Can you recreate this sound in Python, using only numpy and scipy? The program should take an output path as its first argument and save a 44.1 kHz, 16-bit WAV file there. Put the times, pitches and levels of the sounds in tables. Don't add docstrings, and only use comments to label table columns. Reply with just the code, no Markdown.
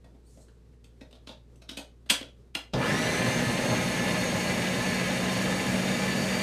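import sys
import numpy as np
from scipy import signal
from scipy.fft import rfft, irfft
from scipy.io import wavfile

SR = 44100
rng = np.random.default_rng(int(sys.argv[2]) if len(sys.argv) > 2 else 0)


def volts_from_db(level):
    exponent = np.asarray(level, float) / 20
    return 10 ** exponent


def wrap_up_sound(samples):
    columns = np.atleast_2d(samples).T
    tamed = np.clip(columns, -1, 1)
    steps = np.round(tamed * 32767).astype(np.int16)
    wavfile.write(sys.argv[1], SR, steps)


N = 283122

# multiple_of_shaft_speed, level_db
LOW_ORDERS = [(9, -6), (11, -6), (12, 2), (14, -5), (24, -6)]
HIGH_ORDERS = [(36, 1), (48, -5.5), (60, -7.5)]
# frequency_hz, density_db_per_hz
CHURN_SPECTRUM = [(18, -60), (30, -23.5), (119, -9), (154, -8), (188, -3), (302, -9), (526, -16.5),
                  (684, -15.5), (846, -18.5), (1500, -19), (1950, -63), (3300, -120)]
HOUSING_SPECTRUM = [(820, -34), (1400, -13), (1690, 1.5), (2030, -0.5), (3390, -8), (4510, -10.5),
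                    (5200, -32), (6760, -72), (11400, -120)]
AIR_SPECTRUM = [(2940, -22), (5000, -3), (6660, 0.5), (7250, -4.5), (8670, -4), (12900, -14.5),
                (14100, -14.5), (15400, 1)]
# centre_hz, width_hz, height_db over the broad noise
JUG_RINGS = [(126.6, 21, 6), (240.3, 11.3, 4.5), (526.5, 120, 8), (621, 9.7, 11.5), (836, 97, 4.5),
             (1036.7, 9.2, 10.5), (1260, 10.5, 8)]
HOUSING_RINGS = [(1649, 20, 4), (1744, 3.3, 15), (2012, 26, 2.5), (2350, 33, 3), (2347, 14, -1.5),
                 (2820, 180, 0), (3175, 12, 6), (3630, 41, 8.5), (4370, 8, 6), (4910, 840, 4)]
AIR_RINGS = [(5510, 89, -3), (6410, 54, -10), (7400, 33, -32), (8220, 160, -9), (9340, 65, -37),
             (10800, 200, 0)]
# time_s, size
SURGES = [
    (2.745, 1.2),
    (3.28, .2),
    (3.73, .9),
]
# start_s, peak_db
THUMPS = [
    (3.158, -39),
    (3.278, -15),
    (3.468, -16),
    (3.547, -26),
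    (3.712, -23),
    (4.216, -46),
    (4.837, -42),
]
# frequency_hz, level_db, t60_s
BASE_MODES = [(124.7, 1.5, 0.3), (191, -44, 0.11), (231.5, -8, 0.063), (655, -21, 0.035)]
JOLT_MODES = [(127, .5, .2), (250, -4, .06), (610, -12, .06), (1350, -16, .04)]
# frequency_hz, level_db, t60_s
LID_MODES = [(1510, -6, 0.005), (2756, -5, 0.012), (3280, -3, 0.0074), (3920, -6, 0.0051),
             (4780, -3.5, 0.0037)]
JUG_WALL_MODES = [(268, -3.5, 0.044), (320, -3.5, 0.011), (570, -4.5, 0.013), (604, -6, 0.013),
                  (810, -10.5, 0.0067)]
RIM_MODES = [(6300, 0, .002), (8200, 1, .0025), (10300, -6, .0015)]
# start_s, peak_db, thud_db (rel), brightness_db (rel)
KNOCKS = [(0.043, -54.5, 8, -15), (0.148, -64.5, 16, -14), (0.374, -60.5, 16, -3), (0.484, -55.5, -4, -19),
          (0.655, -75, 1, -15), (0.7344, -67, 5, -16), (1.0107, -45, -13, -26), (1.0133, -49.5, 11.5, -29),
          (2.062, -52, 5, -15)]
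CLICKS = [(0.843, -50.5, -5, -8), (1.11, -55, -6, -10), (1.128, -44.5, -5, -23), (1.152, -52, 2, -23),
          (1.272, -36.5, -3, -31), (1.292, -33.5, -4.5, -32), (1.3126, -44.5, -6, -33),
          (1.558, -62.5, 7, 2), (1.619, -47.5, -2, -15), (1.6916, -30.5, -8.5, -22),
          (1.7144, -43.5, 4.5, -5), (1.7718, -28, -4, -12.5), (1.786, -45.5, 10, -6),
          (2.736, -24.5, -10, -60)]
SLAPS = [
    (2.0998, -10, -19.5, -15.5),
    (2.103, -14, -18.5, -7),
    (2.108, -12.5, -14.5, -11.5),
    (2.1135, -19.5, -5, -9.5),
    (2.212, -32, -2, -32),
    (2.229, -34.5, -12, -27),
]
SWITCH = [
    (2.5522, -17, -16, -17),
    (2.558, -27, -4.5, -31),
]
# loudest_s, pitch_hz there, squeak_db, hiss_db just after
SLIPS = [
    (.272, 4370, -68, -68.5),
    (.418, 4100, -67, -68),
]
# frequency_hz, level_db
WALLS = [(150, -21), (600, 5), (3000, -4.9), (9000, -0.5), (15000, -5)]
# frequency_hz, t60_s
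KITCHEN = [(100, 0.22), (500, 0.24), (3000, 0.26), (8000, 0.24), (15000, 0.15)]
# frequency_hz, level_db rms
FRIDGE = [(59.2, -55.5), (118.4, -64.5), (166.9, -74), (242.2, -73)]
# frequency_hz, density_db_per_hz
FLOOR_SPECTRUM = [(15, -23), (25, -4), (69, -25), (104, -2.5), (288, -13), (443, -10), (682, -27.5),
                  (1140, -29.5), (1260, -31), (2990, -37), (3710, -36.5), (8760, -42.5), (15400, -52.5)]

# level_db at running speed, db_per_db of speed, strain_db extra at the start
LOW_WHINE, HIGH_WHINE = (-48, .9, 12), (-52, 6.5, 14)
CHURN_LAW, HOUSING_LAW, AIR_LAW = (-30.5, 0.49, 3.9), (-34.5, 0.98, 2.2), (-40.5, 1.14, 0.5)
# ring_hz, ring_db, chatter_s
KNOCK, CLICK, SLAP, SNAP = (1970, 4.4, .011), (3700, 3.5, .011), (3250, 0, .0044), (2800, 1.8, .0044)

START_S = 2.735
RUNNING_SPEED, GAIN_PER_S = 174.5, 4.5
ROTOR_LAG, ROTOR_S = 120, .095
PULP_LAG, PULP_S = 32, .25
STRAIN_S, SMOOTH_S = 0.56, 2.27
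SHAKE_DB, SHAKE_DAMPED_DB = -30, 14.5
BLUR_DB_PER_S, LUMPS_DB = 1.8, .9
SURGE_DB, SURGE_S = 4, .04
JOLT_S, JOLT_DB = 2.737, -20
PUSH_S, PUSH = 0.00039, .5
GLIDE_HZ_PER_S, SQUEAK_DB_PER_S = 17000, 600
HISS_LAG_S, HISS_RISE_DB_PER_S, HISS_FALL_DB_PER_S = (0.037, .001), 330, (120, 600)
RUB_S, RUB_DB = (.25, .56), -85
FLOOR_DB = -60.5


def run_up():
    since = np.arange(N) / SR - START_S
    t = np.maximum(since, 0)
    rotor_lag = ROTOR_LAG * np.exp(-(t / ROTOR_S) ** 1.5)
    pulp_lag = PULP_LAG * np.exp(-t / PULP_S)
    turns = RUNNING_SPEED + GAIN_PER_S * t - rotor_lag - pulp_lag
    speed_db = 20 * np.log10(np.minimum(turns / RUNNING_SPEED, 1))
    strain = np.exp(-t / STRAIN_S)

    def gain(law):
        level_db, db_per_db, strain_db = law
        return (since >= 0) * volts_from_db(level_db + db_per_db * speed_db + strain_db * strain)

    return t, turns, gain


def motor_tones(t, turns, gain):
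    wobble = 1 + .003 * drift(5) + .0055 * drift(60)
    angle = 2 * np.pi * np.cumsum(turns * wobble) / SR
    low = sum(volts_from_db(db + 3 * drift(15)) * np.sin(order * angle) for order, db in LOW_ORDERS)
    high = 0
    for i, (order, db) in enumerate(HIGH_ORDERS):
        level_db = db + 2.5 * drift(15) - BLUR_DB_PER_S * i * t
        high = high + volts_from_db(level_db) * np.sin(order * angle)
    sidebands = 1 + .6 * np.sin(angle) + .25 * np.sin(2 * angle)
    whine = (gain(LOW_WHINE) * low + gain(HIGH_WHINE) * high) * sidebands
    whine = humps(whine, HOUSING_RINGS + AIR_RINGS)
    shake_db = SHAKE_DB - SHAKE_DAMPED_DB * np.exp(-t / SMOOTH_S) + 0.22 * drift(1.9)
    shake = volts_from_db(shake_db) * np.sqrt(2) * np.sin(angle)
    return (t > 0) * whine, (t > 0) * shake, angle


def roar(t, angle, gain):
    white = rng.standard_normal((3, N))
    beat = np.sin(2 * angle)
    surge_db = sum(SURGE_DB * size * np.exp(-((t + START_S - s) / SURGE_S) ** 2) for s, size in SURGES)
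    lumpy = white[0] * volts_from_db(LUMPS_DB * drift(45))
    shaken = white[1] * (1 + 0.069 * beat) * volts_from_db(1.0 * drift(37))
    blown = white[2] * (1 + 0.038 * beat) * volts_from_db(0.58 * drift(30))
    churn = gain(CHURN_LAW) * volts_from_db(surge_db) * coloured(lumpy, CHURN_SPECTRUM, JUG_RINGS)
    housing = gain(HOUSING_LAW) * coloured(shaken, HOUSING_SPECTRUM, HOUSING_RINGS)
    air = gain(AIR_LAW) * coloured(blown, AIR_SPECTRUM, AIR_RINGS)
    return churn + housing + air


def thumps():
    blows, kick = np.zeros((2, N))
    for s, peak_db in THUMPS:
        blows[round(s * SR)] = volts_from_db(peak_db - 10)
    rocks = round(JOLT_S * SR) + np.array([0, 347, 1390, 2084])
    kick[rocks] = volts_from_db(JOLT_DB) * np.array([.6, .7, .35, .35])
    rings = ring(blows, BASE_MODES) + ring(kick, JOLT_MODES)
    return signal.sosfilt(signal.butter(2, [95, 1500], "band", fs=SR, output="sos"), rings)


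def strike(row, kind, t, thin):
    _, peak_db, thud_db, bright_db = row
    ring_hz, ring_db, chatter_s = kind
    tick = rng.standard_normal(len(t)) * (0.15 + (rng.random(len(t)) < .15))
    before, after = np.minimum(t, 0), np.maximum(t, 0)
    swell = np.exp(before / 0.00078) + 0.19 * np.exp(before / 0.0043)
    tick = tick * swell * np.exp(-after / chatter_s)
    spread_db = 2.5 * rng.standard_normal(len(LID_MODES))
    lightness = np.clip(-20 - peak_db, 0, 20) / 20
    bend = 1 + lightness * .025 * spread_db
    lid = [(hz * b, db + d, t60) for (hz, db, t60), d, b in zip(LID_MODES, spread_db, bend[::-1])]
    lid.append((ring_hz * bend[0], ring_db, .005))
    shove = tick + PUSH * np.exp(-((t - .002) / PUSH_S) ** 2)
    parts = [signal.sosfilt(thin, ring(tick, lid)), ring(shove, JUG_WALL_MODES), ring(tick, RIM_MODES)]
    body, thud, edge = [part / np.abs(part).max() for part in parts]
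    mixed = body + volts_from_db(thud_db + 3.0) * thud + volts_from_db(bright_db + 7.0) * edge
    return volts_from_db(peak_db + 1.0) * mixed


def contacts():
    size, lead = 6000, 400
    t = (np.arange(size) - lead) / SR
    thin = signal.butter(2, 1200, "high", fs=SR, output="sos")
    out = np.zeros(N + size)
    for rows, kind in ((KNOCKS, KNOCK), (CLICKS, CLICK), (SLAPS, SLAP), (SWITCH, SNAP)):
        for row in rows:
            at = round(row[0] * SR) - lead
            out[at:at + size] += strike(row, kind, t, thin)
    no_boom = signal.butter(4, 200, "high", fs=SR, output="sos")
    soft = signal.butter(2, 12500, fs=SR, output="sos")
    return signal.sosfilt(np.vstack([no_boom, soft]), out[:N])


def seal():
    t = np.arange(N) / SR
    rough = 1 + .035 * drift(200)
    squeak = 0
    rub = volts_from_db(RUB_DB) * (t > RUB_S[0]) * (t < RUB_S[1])
    for (s, pitch_hz, squeak_db, hiss_db), lag, fall in zip(SLIPS, HISS_LAG_S, HISS_FALL_DB_PER_S):
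        glide_hz = pitch_hz + GLIDE_HZ_PER_S * np.clip(t - s, -.05, .006)
        phase = 2 * np.pi * np.cumsum(glide_hz * rough) / SR
        tone = 0.82 * np.sin(phase) + 1.2 * np.sin(2 * phase) + 0.27 * np.sin(3 * phase)
        squeak = squeak + volts_from_db(squeak_db - SQUEAK_DB_PER_S * np.abs(t - s)) * tone
        after = t - s - lag
        rub = rub + volts_from_db(hiss_db + np.minimum(HISS_RISE_DB_PER_S * after, -fall * after))
    spectrum = [(2500, -11), (4000, -2), (8000, 7), (12000, -7), (15000, -18.5)]   # frequency_hz, density_db
    return squeak + rub * coloured(rng.standard_normal(N), spectrum)


def kitchen(x, wet_db):
    t = np.arange(SR // 2) / SR
    edges = 60 * 2. ** np.arange(9)
    tail = np.zeros(len(t))
    for low, high in zip(edges, edges[1:]):
        centre = np.sqrt(low * high)
        octave = signal.butter(2, [low, high], "band", fs=SR, output="sos")
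        band = signal.sosfilt(octave, rng.standard_normal(len(t)))
        tail += band * volts_from_db(at_hz(WALLS, centre) - 60 * t / at_hz(KITCHEN, centre))
    tail *= np.clip((t - .002) / 0.011, 0, 1)
    tail *= volts_from_db(wet_db) / np.sqrt(np.sum(tail ** 2))
    tail[0] = 1
    return signal.fftconvolve(x, tail)[:N]


def background():
    t = np.arange(N) / SR
    hum = 0
    for hz, db in FRIDGE:
        line = np.sin(2 * np.pi * hz * t + 0.35 * drift(5.1))
        hum = hum + volts_from_db(db + .5 * drift(6)) * np.sqrt(2) * line
    unsteady = rng.standard_normal(N) * volts_from_db(1.2 * drift(8))
    return hum + volts_from_db(FLOOR_DB) * coloured(unsteady, FLOOR_SPECTRUM)


def rms_one(x):
    return x / np.sqrt(np.mean(x ** 2) + 1e-20)


def at_hz(points, hz):
    f, v = np.transpose(points)
    return np.interp(np.log(hz + 1e-9), np.log(f), v)


def drift(rate):
    r = np.exp(-80 * np.pi * rate / SR)
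    slow = signal.lfilter([1], [1, -2 * r, r * r], rng.standard_normal(N // 40 + 2002))[2000:]
    return np.interp(np.arange(N) / 40, np.arange(len(slow)), rms_one(slow))


def ring(clicks, modes):
    out = np.zeros(len(clicks))
    for hz, level_db, t60 in modes:
        r = volts_from_db(-60 / (max(t60, .001) * SR))
        w = 2 * np.pi * hz / SR
        out += signal.lfilter([0, volts_from_db(level_db) * np.sin(w)], [1, -2 * r * np.cos(w), r * r], clicks + 1e-18)
    return out


def humps(x, rings):
    hz = np.arange(N // 2 + 1) * SR / N
    lift = sum(volts_from_db(db) / (1 + (2 * (hz - centre) / width) ** 2) for centre, width, db in rings)
    return irfft(rfft(x) * (1 + lift), N)


def coloured(drive, spectrum, rings=()):
    hz = np.arange(N // 2 + 1) * SR / N
    inside = (hz > spectrum[0][0] * .9) * (hz < spectrum[-1][0] * 1.05)
    gain = volts_from_db(at_hz(spectrum, hz)) * inside
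    return rms_one(humps(irfft(rfft(drive) * gain, N), rings))


def scene():
    t, turns, gain = run_up()
    whine, shake, angle = motor_tones(t, turns, gain)
    near = kitchen(contacts() + seal() + thumps() + 0.62 * whine, wet_db=-4.5)
    steady = .4 * whine + shake + roar(t, angle, gain)
    return np.tile(near + steady + background(), (2, 1))


def roll_off(x):
    return signal.sosfilt(signal.butter(12, 15550, fs=SR, output="sos"), x)


def record(dry):
    mix = signal.sosfilt(signal.cheby2(12, 60, 15550, fs=SR, output="sos"), dry)
    return roll_off(mix)


dry = scene()
out = record(dry)
wrap_up_sound(out)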